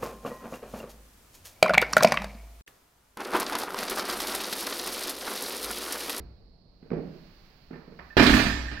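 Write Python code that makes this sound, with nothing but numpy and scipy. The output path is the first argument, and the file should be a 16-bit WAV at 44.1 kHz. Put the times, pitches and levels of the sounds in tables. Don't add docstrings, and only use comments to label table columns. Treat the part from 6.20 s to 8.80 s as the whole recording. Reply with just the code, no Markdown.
import sys
import numpy as np
from scipy import signal
from scipy.fft import rfft, irfft, next_fast_len
from scipy.io import wavfile
from scipy.ndimage import map_coordinates

SR = 44100
rng = np.random.default_rng(int(sys.argv[2]) if len(sys.argv) > 2 else 0)


def digitize_waveform(pressure):
    field = np.atleast_2d(pressure).T
    bounded = np.clip(field, -1, 1)
    quanta = np.round(bounded * 32767).astype(np.int16)
    wavfile.write(sys.argv[1], SR, quanta)


N = 114660
T = np.arange(SR) / SR

# freq_hz, correlation (-1 to 1)
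LIKENESS = [(60, 0.93), (150, 0.94), (350, 0.67), (700, 0.57), (1500, 0.27), (5000, 0.0083)]


def amp(db):
    return 10 ** (np.asarray(db) / 20)


def unit(x):
    return x / np.sqrt(np.mean(x ** 2) + 1e-20)


def along(points, hz):
    point_hz, values = np.transpose(points)
    return np.interp(np.log(hz + 1), np.log(point_hz + 1), values)


def wobble(rate, size):
    knots = rng.standard_normal(4096)
    return map_coordinates(knots, [np.arange(size) * rate / SR], mode="wrap")


def ears(hz):
    # freq_hz, left_minus_right_db
    side = [(50, 0), (130, -3), (350, -6.5), (700, -6.5), (1400, -9.5), (4500, -12), (8000, -7), (13000, 1)]
    return amp(np.multiply.outer([.5, -.5], along(side, hz)))


def noise(colour, size):
    hz = np.fft.rfftfreq(size, 1 / SR)
    turn = np.arccos(np.clip(along(LIKENESS, hz), -1, 1)) / 2
    white = rfft(rng.standard_normal((2, size)))
    shared, opposed = white * [np.cos(turn), np.sin(turn)]
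    stereo = np.array([shared + opposed, shared - opposed])
    fade = (hz > colour[0][0] / 2) / (1 + (hz / (2 * colour[-1][0])) ** 4)
    return unit(irfft(stereo * amp(along(colour, hz)) * fade * ears(hz), size))


def burst(colour, attack_s, direct_s, room_db, rough_db=0, rough_rate=1):
    # freq_hz, t60_s
    room = [(50, 1.85), (250, 0.69), (1000, 0.76), (3000, 0.76), (6000, 0.81), (15000, 0.45)]
    decay_db = -60 * T / direct_s
    direct = noise(colour, SR) * amp(decay_db + rough_db * wobble(rough_rate, size=SR))
    hz, t, bands = signal.stft(noise(colour, SR), SR, nperseg=512)
    bands = bands * amp(-60 * t / along(room, hz)[:, None])
    tail = signal.istft(bands, SR)[1][:, :SR]
    return (direct + amp(room_db) * tail) * (1 - np.exp(-T / attack_s))


def ring(modes, attack_s, direct_s, tail_db, t60, blur_hz):
    out = np.zeros((2, SR))
    knots = np.arange(256)
    direct = amp(-60 * T / direct_s)
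    tail = amp(tail_db - 60 * T / t60) * (1 - direct)
    for k, (hz, db) in enumerate(modes):
        drift = rng.standard_normal((3, len(knots), 2)) @ [1, 1j]
        alike = np.clip(along(LIKENESS, hz), 0, 1)
        mixed = np.sqrt(alike) * drift[0] + np.sqrt(1 - alike) * drift[1:]
        sway = np.array([np.interp(T * blur_hz, knots, curve) for curve in mixed])
        tone = (np.exp(2j * np.pi * hz * T) * (direct + tail * sway)).imag
        out += (-1) ** k * amp(db) * ears(hz)[:, None] * tone
    mode_gain = np.linalg.norm(amp([db for hz, db in modes]))
    return out * (1 - np.exp(-T / attack_s)) / mode_gain


def add(track, s, sound):
    i = max(0, round(s * SR))
    track[:, i:i + SR] += sound[:, :N - i]


def resonant(x, depth_db, spacing_hz):
    size = next_fast_len(N + SR)
    hz = np.fft.rfftfreq(size, 1 / SR)
    db = depth_db * map_coordinates(rng.standard_normal(SR), [hz / spacing_hz], mode="wrap")
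    cepstrum = irfft(np.log(unit(amp(db))), size)
    cepstrum[1:size // 2] *= 2
    cepstrum[size // 2:] = 0
    return irfft(rfft(x, size) * np.exp(rfft(cepstrum)), size)[:, :N]


def crash():
    # start_s, thud_db, plate_ring_db, clatter_db, bar_ring_db
    blows = [(1.9683, -10, -25, -18, -35.5), (1.996, -10, -11.5, -18.5, -34),
             (2.025, -13.5, -18.5, -22, -31), (2.064, -25.5, -14, -22, -39),
             (2.095, -17.5, -15.5, -25, -31.5), (2.138, -24, -13.5, -25, -31),
             (2.167, -40, -52, -25, -35.5), (2.193, -21.5, -22.5, -27.5, -38),
             (2.26, -26.5, -24.5, -34, -51), (2.514, -40, -37, -40, -81)]
    # freq_hz, relative_level_db
    plate_modes = [(112, -11.5), (156, -9), (213, -4), (251, 0), (291, -0.5), (308, -5), (372, -17.5),
                   (413, -16.5), (566, -18.5)]
    # freq_hz, relative_level_db
    bar_levels = [(1000, 1.5), (3800, 2), (4600, 7.5), (5400, 3), (6500, 0), (9100, -9), (10500, -21.5),
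                  (15000, -11)]
    # freq_hz, relative_density_db
    thud_colour = [(30, -23), (80, -12), (170, -4.5), (380, -2), (520, -14), (900, -19), (2000, -71)]
    clatter_colour = [(200, -50), (550, 1.5), (1000, -0.5), (1800, 4), (2400, 0), (3200, -5.5), (4600, -6),
                      (5600, -15.5), (8500, -75)]
    sizzle_colour = [(3000, -11), (6000, 4), (8500, -2), (11000, 0.5), (15200, -2.5)]
    clack_colour = [(2200, -17), (3500, 1), (4300, 2.5), (5500, -17.5)]

    out, rattle = np.zeros((2, 2, N))
    bending_hz = 60.13 * np.arange(6, 36) ** 1.56
    bending = [(hz, along(bar_levels, hz)) for hz in bending_hz]
    for s, thud_db, plate_db, clatter_db, ring_db in blows:
        thud = burst(thud_colour, attack_s=0.0006, direct_s=0.07, room_db=-14)
        plates = ring(plate_modes, attack_s=0.0014, direct_s=0.31, tail_db=-9.5, t60=0.72, blur_hz=8.86)
        sizzle = amp(-7) * burst(sizzle_colour, attack_s=0.002, direct_s=0.33, room_db=-2,
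                                 rough_db=2.5, rough_rate=400)
        bar = ring(bending, attack_s=0.001, direct_s=0.046, tail_db=-3, t60=.98, blur_hz=20)
        clatter = burst(clatter_colour, attack_s=0.0003, direct_s=.11, room_db=-2,
                        rough_db=4.8, rough_rate=650)
        add(out, s, amp(thud_db) * thud + amp(plate_db) * plates + amp(ring_db) * (bar + sizzle))
        add(rattle, s, amp(clatter_db) * clatter)
    clack = burst(clack_colour, attack_s=0.0011, direct_s=0.081, room_db=-8.5)
    add(rattle, 2.0645, amp(-18.5) * clack)
    return out + resonant(rattle, depth_db=2.7, spacing_hz=30)


def sleeves():
    # start_s, level_db
    chinks = [(1.535, -50), (1.79, -49.5), (1.9017, -43), (1.981, -21.5), (2.019, -33), (2.13, -21.5),
              (2.294, -27.5), (2.339, -35), (2.453, -40), (2.479, -34.5), (2.517, -38.5), (2.571, -35.5)]
    # freq_hz, relative_level_db
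    sleeve_modes = [(1604, -1), (1724, -4.5), (1780, 2), (1830, 0.5), (1940, -8.5), (2587, -12)]
    out = np.zeros((2, N))
    for s, db in chinks:
        modes = [(hz, level + 3.5 * rng.standard_normal()) for hz, level in sleeve_modes]
        chink = ring(modes, attack_s=0.0002, direct_s=0.14, tail_db=-7, t60=0.55, blur_hz=70)
        add(out, s, amp(db) * chink)
    return out


def floor():
    # start_s, level_db
    pushes = [(0.0, -45), (0.759, -49), (1.772, -54), (1.976, -27), (2.086, -24), (2.384, -37.5)]
    # freq_hz, relative_density_db
    boom_colour = [(20, -14), (45, -6), (63, 1), (78, -19.5), (100, -10.5), (160, -27.5)]
    out = np.zeros((2, N))
    for s, db in pushes:
        boom = burst(boom_colour, attack_s=0.0041, direct_s=0.56, room_db=-1)
        add(out, s, amp(db) * boom)
    return out


def feet():
    # start_s, knock_and_thump_db, scuff_db
    steps = [(0.0, -44, -55.5), (.205, -59.5, -91), (0.625, -47.5, -61), (0.656, -49, -70),
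             (0.703, -40, -52), (0.7141, -25, -48), (.731, -26.5, -44.5), (.767, -29.5, -55.5),
             (1.507, -38, -51), (1.53, -42, -48), (1.556, -47, -50.5), (1.678, -43.5, -57.5),
             (1.722, -45.5, -61), (1.79, -54, -43)]
    # freq_hz, relative_level_db
    board_modes = [(158, -3.5), (250, -1.5), (370, -3.5), (460, -4)]
    # freq_hz, relative_density_db
    thump_colour = [(40, -28), (115, -20.5), (160, 2), (210, -0.5), (420, -3.5), (700, -14), (3000, -78)]
    scuff_colour = [(200, -34), (600, 8), (1200, 6.5), (2400, -1), (3300, -17.5), (5000, -13), (8000, -59)]
    out = np.zeros((2, N))
    for s, thump_db, scuff_db in steps:
        knock = amp(7) * ring(board_modes, attack_s=0.0006, direct_s=0.035, tail_db=-15.5,
                              t60=0.5, blur_hz=23.6)
        thump = amp(-4) * burst(thump_colour, attack_s=0.001, direct_s=0.06, room_db=-5)
        scuff = burst(scuff_colour, attack_s=0.00067, direct_s=0.057, room_db=-6,
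                      rough_db=6, rough_rate=1070)
        add(out, s, amp(thump_db) * (knock + thump) + amp(scuff_db) * scuff)
    return out


def background():
    # freq_hz, relative_density_db
    hum_colour = [(25, 2), (48, -2), (90, -9), (160, -6.5), (280, -15.5), (700, -21), (3000, -58)]
    narrow_colour = [(3400, -19.5), (4300, 2.5), (5200, -10.5), (6300, -33)]
    broad_colour = [(500, 0), (1400, 1), (2700, -1.5), (3500, -5), (4700, 0), (6200, -13), (8500, -26),
                    (15500, -10.5)]
    # time_s, level_db
    hiss_level = [(0, -70), (.44, -82), (.68, -70), (.97, -60.5), (1.28, -61), (1.68, -66), (1.9, -61)]
    hiss_db = np.interp(np.arange(N) / SR, *np.transpose(hiss_level))
    hum = amp(-57.5) * noise(hum_colour, N)
    narrow_hiss = amp(-69) * noise(narrow_colour, N)
    broad_hiss = amp(hiss_db) * noise(broad_colour, N)
    return hum + narrow_hiss + broad_hiss


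def scene():
    return crash() + sleeves() + floor() + feet() + background()


def record(dry):
    soft = dry / (1 + np.abs(dry / .95) ** 6) ** (1 / 6)
    band_limit = signal.ellip(10, .1, 90, 15800, fs=SR, output="sos")
    return signal.sosfilt(band_limit, soft)


dry = scene()
out = record(dry)
digitize_waveform(out)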